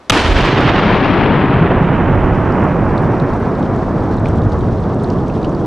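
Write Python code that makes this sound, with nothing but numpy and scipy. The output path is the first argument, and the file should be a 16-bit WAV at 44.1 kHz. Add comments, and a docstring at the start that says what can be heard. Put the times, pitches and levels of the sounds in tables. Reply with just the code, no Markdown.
"""On a snowy mountain slope a large firecracker goes off: one crack that overloads the microphone. The crack is
noise driven into saturation, followed by a slow low swing and a thump off the near slope. A long roll follows
as rocks, forest and cliffs scatter the blast back: shaped noise that grows duller with time, plus short booms
from single faces. Grit (grainy noise) and small stones (short taps of close modes) patter down while the roll
fades, over the hiss of still air."""
import sys
import numpy as np
from scipy import signal
from scipy.fft import rfft, irfft, next_fast_len
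from scipy.io import wavfile
from scipy.ndimage import uniform_filter1d, minimum_filter1d, map_coordinates

SR = 44100
rng = np.random.default_rng(int(sys.argv[2]) if len(sys.argv) > 2 else 0)


def transcribe(signal):
    """Save signal, clipped to [-1, 1], as a 16-bit WAV file at the path in sys.argv[1]."""
    frames = np.atleast_2d(signal).T
    limited = np.clip(frames, -1, 1)
    pcm = np.round(limited * 32767).astype(np.int16)
    wavfile.write(sys.argv[1], SR, pcm)


N = 249606  # length in samples

BLAST_S = 0.0974
GRIT_FULL_S = 2.95  # the fall of grit reaches its full level


def amp(db):
    """Decibels to gain."""
    return 10 ** (np.asarray(db) / 20)


def unit(x):
    """Scale to rms 1."""
    return x / np.sqrt(np.mean(x ** 2) + 1e-20)


def along(points, hz):
    """Read a curve of (Hz, value) points on a log frequency axis."""
    f, v = np.transpose(points)
    return np.interp(np.log(hz + 1), np.log(f + 1), v)


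def since(start):
    """Seconds since start, 0 before it."""
    return np.maximum(np.arange(N) / SR - start, 0)


def wobble(rate):
    """A smooth random curve, rate knots a second."""
    knots = rng.standard_normal(int(N * rate / SR) + 4)
    return map_coordinates(knots, [np.arange(N) * rate / SR])


def filtered(x, response):
    """Multiply the spectrum of x by a response given as a function of frequency in Hz."""
    m = next_fast_len(N + SR // 2)  # padded so that the end does not wrap onto the start
    hz = np.fft.rfftfreq(m, 1 / SR)
    return irfft(rfft(x, m) * response(hz), m)[..., :N]


def coloured(x, spectrum):
    """Shape x with (Hz, dB) points and scale it to rms 1."""
    return unit(filtered(x, lambda hz: amp(along(spectrum, hz))))


def noise_pair(wider_db=0):
    """White noise at two closely spaced microphone ports, which differ most around 5 kHz."""
    # Each row: frequency in Hz, side level relative to mid in dB before wider_db is added
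    port_difference = [(100, -21), (600, -18.5), (1200, -21.5), (2200, -30.5), (3100, -10.5), (5200, -8),
                       (7200, -12.5), (9500, -19.5), (12000, -21)]
    mid, side = rng.standard_normal((2, N))
    side = filtered(side, lambda hz: amp(along(port_difference, hz) + wider_db))
    return unit(np.array([mid + side, mid - side]))


def even(x, span):
    """Take out swells slower than span seconds, the same for both ports."""
    power = uniform_filter1d(np.mean(x ** 2, 0), max(int(span * SR), 8))
    return x / np.sqrt(np.abs(power) + 1e-9)


def panned(x, pan_db):
    """Tilt a stereo pair by pan_db, left minus right."""
    return np.array([x[0] * amp(pan_db / 2), x[1] * amp(-pan_db / 2)])


def still_air(level_db=-43):
    """Still mountain air at the microphone: a steady hiss, mostly low."""
    # Each row: frequency in Hz, relative level in dB
    air_colour = [(35, -13.5), (60, 7), (107, 1), (361, 7.5), (1090, 2.5), (2900, -15), (9400, -30.5),
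                  (12000, -37), (15600, -54.5), (22000, -120)]
    return amp(level_db) * coloured(noise_pair(wider_db=5), air_colour)


def crack(t60=0.018, front_db=-3, front_t60=0.014):
    """The shock and its ground reflections saturate the microphone for about ten milliseconds."""
    t = since(BLAST_S)
    overload_end = BLAST_S + .0085
    # Each row: frequency in Hz, relative level in dB
    body_colour = [(80, -7), (400, 10), (900, 7.5), (1400, 3.5), (3500, 4), (5000, -13.0), (12000, -24)]
    front_colour = [(800, -26), (3500, 1), (6000, 11), (12000, -22)]
    body = coloured(noise_pair(), body_colour) * amp(-60 * since(overload_end) / t60)
    front = coloured(noise_pair(), front_colour) * amp(front_db - 60 * t / front_t60)
    return .85 * np.tanh(body + front) * (t > 0)


def push(start, hz, level_db, rise, t60):
    """A few slow cycles, rising and then dying away (times in s)."""
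    t = since(start)
    fade = amp(level_db - 60 * since(start + rise) / t60)
    return fade * np.minimum(t / rise, 1) * np.sin(2 * np.pi * hz * t)


def after_swing():
    """A slow low swing follows right after the crack."""
    return push(.1125, hz=110, level_db=-5.5, rise=0.00087, t60=0.049)


def course(top_db, build_s, build_db, hold_s, fade_db_per_s, far_db):
    """Gain that builds up until build_s, holds until hold_s and fades to the level of the far slopes."""
    building_db = build_db * np.maximum(1 - since(0) / build_s, 0)
    fading_db = np.maximum(top_db - fade_db_per_s * since(hold_s), far_db)
    return amp(fading_db - building_db)


def with_answers(bed, rows):
    """Gain of a bed plus bell-shaped answers (s, level dB, half length s), summed in power."""
    t = since(0)
    answers = sum(amp(db) ** 2 * np.exp(-((t - s) / half) ** 2) for s, db, half in rows)
    return np.sqrt(bed ** 2 + answers)


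def dips(half_s=0.0089):
    """Gain of the short lulls between the first groups of echoes."""
    # Each row: centre in seconds, depth in dB
    lulls = [(0.338, 6.5), (.422, 3), (.555, 3), (.815, 2), (1.025, 2.5)]
    t = since(0)
    return amp(-sum(depth_db * np.exp(-((t - s) / half_s) ** 2) for s, depth_db in lulls))


def surging(x, split_hz=1500, surge_db=0.5, sparkle_db=1.07):
    """Bare rock returns more treble than snow and trees, so the top of the roll surges on its own."""
    low = filtered(x, lambda hz: 1 / (1 + (hz / split_hz) ** 4))
    treble_gain = amp(surge_db * wobble(22.11) + sparkle_db * wobble(130))
    return low + (x - low) * treble_gain


def air_loss(x, db_per_s, power):
    """A later echo has crossed more air, which takes the treble first; the midrange is held level."""
    hz, t, z = signal.stft(x, SR, nperseg=1024)
    loss_db = db_per_s * (hz[:, None] / 1000) ** power * t  # db_per_s is the loss at 1 kHz
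    dulled = z * amp(-loss_db)
    mids = (hz > 300) & (hz < 1500)
    mean_power = np.mean(np.abs(z) ** 2, axis=(0, 2))[:, None]
    # power left in the midrange at each moment, as a share of the whole undulled sound
    share = np.sum((mean_power * amp(-2 * loss_db))[mids], 0) / np.sum(mean_power)
    return signal.istft(dulled / np.sqrt(share), SR, nperseg=1024)[1][:, :N]


def scattered_roll(swell_db=0.4, flutter_db=0.46, grain_db=1.12):
    """Countless rocks and trees return the crack, in bunches that surge at ridges and stands of trees."""
    # Each row: frequency in Hz, relative level in dB before the air dulls it
    scatter_colour = [(60, -24.5), (150, -5), (230, 1.35), (370, 1), (520, -3), (700, -3), (950, -3),
                      (1650, -6), (2200, -7.5), (3000, -8), (3800, -12.5), (5500, -17.3), (8000, -24.5),
                      (10500, -28), (12000, -34.5)]
    # Ridges and stands of trees. 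Each row: centre in seconds, level in dB, half length in seconds
    ridge_answers = [(0.162, -17.5, 0.05), (0.382, -20, 0.018), (.465, -18.5, .025), (0.592, -17.5, 0.021),
                     (0.687, -16.5, .025), (0.762, -16, 0.02), (0.925, -17.5, 0.05), (1.065, -18, 0.051),
                     (1.223, -20, 0.048), (1.354, -21.5, 0.071), (1.518, -17.5, 0.023),
                     (1.716, -19.5, 0.037), (2.5, -24, 0.57), (3.7, -31, 0.026)]
    bed = course(top_db=-15, build_s=0.86, build_db=2, hold_s=0.9, fade_db_per_s=1.28, far_db=-20)
    roll_gain = with_answers(bed, ridge_answers) * dips()
    # returns bunch together, from slow swells to fine grain
    bunching = amp(swell_db * wobble(16) + flutter_db * wobble(60) + grain_db * wobble(700))
    returns = coloured(surging(noise_pair() * bunching), scatter_colour)
    return roll_gain * air_loss(returns, db_per_s=2.0, power=1.463)


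def slope_boom(waver_db=1.5):
    """Broad slopes return the bass of the blast as wavering low noise."""
    # Each row: frequency in Hz, relative level in dB
    boom_colour = [(40, -34), (75, -9), (100, -0.5), (140, -1.7), (200, -4.5), (280, -16.5), (500, -33.5),
                   (1500, -120)]
    slopes = course(top_db=-16, build_s=0.68, build_db=13, hold_s=2, fade_db_per_s=1.4, far_db=-19.5)
    boom_gain = slopes * amp(waver_db * wobble(14))
    return boom_gain * even(coloured(noise_pair(), boom_colour), span=0.08)


def cliffs(pitch_spread=.15, count=3, half_length_cycles=1.64):
    """A broad face returns the blast as a few slow cycles; its ledges each add a slightly different pitch."""
    # Single cliff faces. Each row: centre in seconds, relative level in dB, middle pitch in Hz
    faces = [(.168, -9.5, 290), (.395, -9, 300), (.49, -6.5, 300), (.53, -6, 340), (.542, -9, 180),
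             (0.601, -10.5, 249), (.66, -9.5, 150), (.70, -13.5, 332), (.90, -10, 330), (0.934, -9, 135),
             (1.025, -6.5, 290), (1.105, -6, 280), (1.378, -10, 156), (1.429, -9, 125), (1.445, -7, 275),
             (1.51, -7, 170), (1.544, -4.5, 153), (1.572, -10, 135), (1.62, -3, 142), (1.648, -6, 141),
             (1.71, -6, 520), (1.818, -7.5, 164), (1.847, -4.5, 143), (1.915, -7.5, 135), (2.118, -7, 134),
             (2.38, -7, 130), (2.71, -7.5, 132), (2.935, -8.5, 150), (3.11, -9.5, 135), (3.224, -8, 150),
             (3.482, -12, 153), (4.285, -7, 134), (4.689, -8, 124), (5.171, -11.5, 140)]
    t, out = since(0), np.zeros(N)
    for s, db, hz in faces:
        near = np.abs(t - s) < .1
        u = t[near] - s
        ledges_hz = hz * (1 + pitch_spread * rng.standard_normal((count, 1)))
        cycles = np.cos(2 * np.pi * (ledges_hz * u + rng.random())).mean(0)
        out[near] += amp(db) * cycles * np.exp(-(u * hz / half_length_cycles) ** 2)
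    return out


def valley_rumble(level_db=-23.5, fade_db_per_s=1):
    """Deep rumble of the valley, swelling as whole mountainsides answer."""
    # Each row: frequency in Hz, relative level in dB
    rumble_colour = [(12, -32), (25, -5.5), (42, 0.5), (62, -4.5), (90, -5.5), (160, -34), (600, -120)]
    # Whole mountainsides. Each row: centre in seconds, level in dB, half length in seconds
    mountainside_swells = [(0.32, -14, 0.088), (0.747, -29, 0.071), (1.1, -28, .04), (1.732, -19, .05),
                           (2.191, -16.5, 0.18), (2.827, -20, .06), (4.45, -24, 0.31), (5.42, -27, 0.094)]
    bed = amp(level_db - fade_db_per_s * since(BLAST_S))
    gain = with_answers(bed, mountainside_swells)
    return gain * even(coloured(noise_pair(), rumble_colour), span=0.47)


def echoes(rise=0.00041, rumble_pan_db=-2.5):
    """All that the land sends back, each part from its side, beginning shortly after the blast."""
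    # Side from which the echoes come. Each row: time in seconds, left minus right in dB
    bearing = [(.15, 0), (.7, -1.5), (.98, 3), (1.28, 3), (1.9, -2), (2.85, -2), (3.6, -0.5), (5.66, -1)]
    first_return = BLAST_S + .022
    turn_s, turn_db = np.transpose(bearing)
    pan_db = np.interp(since(0), turn_s, turn_db)
    moving = panned(scattered_roll() + slope_boom() + cliffs(), pan_db)
    rumble = panned(valley_rumble(), rumble_pan_db)  # the valley opens to the right
    return (moving + rumble) * np.minimum(since(first_return) / rise, 1)


def near_slope_thump():
    """The near slope returns a soft, deep push of air."""
    return push(.225, hz=55.2, level_db=-10.0, rise=.085, t60=0.36)


def ticks(level_db=12, corner_hz=4200):
    """Single sharp ticks crackle dry in the roll at set times: softened one-sample spikes."""
    # Each row: time in seconds, level in dB before level_db is added
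    sharp_ticks = [(0.3345, -27), (0.3819, -27), (0.4198, -29), (0.4569, -27), (0.6104, -29),
                   (0.9132, -37), (1.1108, -44), (1.2455, -44), (1.5428, -42)]
    s, db = np.transpose(sharp_ticks)
    spikes = np.bincount(np.round(s * SR).astype(int), amp(db + level_db), N)
    return filtered(spikes, lambda hz: 2 / (1 + 1j * hz / corner_hz))


def grit(grain_db=2.0, clump_db=1.5, start_s=1.2, early_db=-57.5, full_db=-48):
    """Fine thrown dirt rains on snow and branches: clumpy noise, a faint bed that rises from start_s."""
    # Each row: frequency in Hz, relative level in dB
    grit_colour = [(500, -10.5), (2000, 0), (3600, -1.5), (4800, -6.5), (5800, -6.5), (6800, -14),
                   (8000, -16), (9000, -21), (11000, -24.5), (13000, -33)]
    grains = noise_pair(wider_db=-5.0) * amp(grain_db * wobble(900) + clump_db * wobble(40))
    fall_db = np.interp(since(0), [start_s, GRIT_FULL_S], [early_db, full_db])
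    return amp(fall_db) * coloured(grains, grit_colour)


def pebbles(count=45, typical_db=-45.5, spread_db=1, typical_hz=5000):
    """Random landings in the full fall of grit, as rows like those of the stones; the higher, the fainter."""
    when = rng.uniform(GRIT_FULL_S, N / SR, count)
    size, pitch = rng.standard_normal((count, 2)).T
    level_db = typical_db + spread_db * (size - pitch)
    return list(zip(when, level_db, typical_hz * 2 ** (pitch / 2)))


def stones(level_db=-1.5, attack=0.0007, t60=0.019, spray_db=-3, count=6):
    """Each stone lands with a short tap of a few close modes and a spray of crumbs."""
    # Each row: landing in seconds, level in dB before level_db is added, pitch in Hz
    landings = [(2.522, -38.5, 4800), (2.637, -42, 6500), (2.978, -28.5, 3920), (3.199, -30, 3930),
                (3.333, -36, 4300), (3.553, -39, 3800), (3.627, -32, 3500), (3.662, -37, 3200),
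                (3.762, -43, 6300), (3.787, -39, 4200), (4.124, -42, 4400), (4.143, -40, 4300),
                (4.175, -39, 3700), (4.183, -36, 3660), (4.257, -22, 2390), (4.259, -36, 4040),
                (4.268, -37, 3400), (4.284, -38, 7400), (4.285, -36, 3200), (4.357, -46, 6800),
                (4.385, -35, 3600), (4.417, -36, 3500), (4.520, -33, 4180), (4.528, -41, 5740),
                (4.590, -44, 6500), (4.607, -33, 3680), (4.837, -36, 3400), (4.998, -37, 3400),
                (5.035, -37, 7370), (5.043, -32, 3900), (5.100, -35, 2900), (5.101, -32, 5000),
                (5.186, -37, 3300), (5.282, -38, 5600), (5.299, -31, 2500), (5.429, -35, 4200),
                (5.445, -26, 2820), (5.447, -32.5, 4300), (5.455, -31, 2900), (5.548, -36, 4500)]
    out, t = np.zeros((2, N + SR)), np.arange(SR // 6) / SR
    hz = np.fft.rfftfreq(len(t), 1 / SR) + 1
    for s, db, pitch_hz in landings + pebbles():
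        # smaller, higher stones spread their modes wider and spray brighter
        spread = pitch_hz / 38000
        modes = pitch_hz * (1 + spread * (np.linspace(-1, 1, count) + rng.normal(0, .15, count)))
        phases = rng.random((count, 1))
        ring = unit(np.sin(2 * np.pi * (modes[:, None] * t + phases)).sum(0))
        band = 1 / (1 + 1j * (hz / pitch_hz - pitch_hz / hz)) ** 3  # band-pass around the pitch
        spray = unit(irfft(rfft(rng.standard_normal(len(t))) * band, len(t)))
        envelope = amp(db + level_db - 60 * t / t60) * (1 - np.exp(-t / attack))
        tap = (ring + amp(spray_db) * spray) * envelope
        sides = amp(rng.normal(0, 1) * np.array([[1], [-1]]))  # each lands a little left or right
        out[:, round(s * SR):][:, :len(t)] += tap * sides
    return out[:, :N]


def far_wall(level_db=-16.0, arrival=4.45, half_s=0.31):
    """A distant rock wall answers late with one soft swell of bass."""
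    # Each row: frequency in Hz, relative level in dB
    wall_colour = [(40, -29), (68, 1), (105, 2.5), (150, -5), (220, -31), (400, -120)]
    swell = np.exp(-((since(0) - arrival) / half_s) ** 2)
    return amp(level_db) * swell * even(coloured(noise_pair(), wall_colour), span=0.087)


def scene():
    """Still air, the crack and the swing after it, the land's answers and falling debris."""
    blast = crack() + after_swing()
    answers = echoes() + near_slope_thump() + ticks() + far_wall()
    debris = grit() + stones()
    return still_air() + blast + answers + debris


def record(dry, top_hz=12400):
    """A fast limiter holds the peaks at full scale, then a steep low-pass ends the band at top_hz."""
    needed = 1 / np.maximum(np.abs(dry).max(0), 1)
    held = minimum_filter1d(needed, size=129)  # samples
    gain = uniform_filter1d(uniform_filter1d(held, size=65), size=65)
    return filtered(dry * gain, lambda hz: 1 / (1 + (hz / top_hz) ** 80))


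dry = scene()
out = record(dry)
transcribe(out)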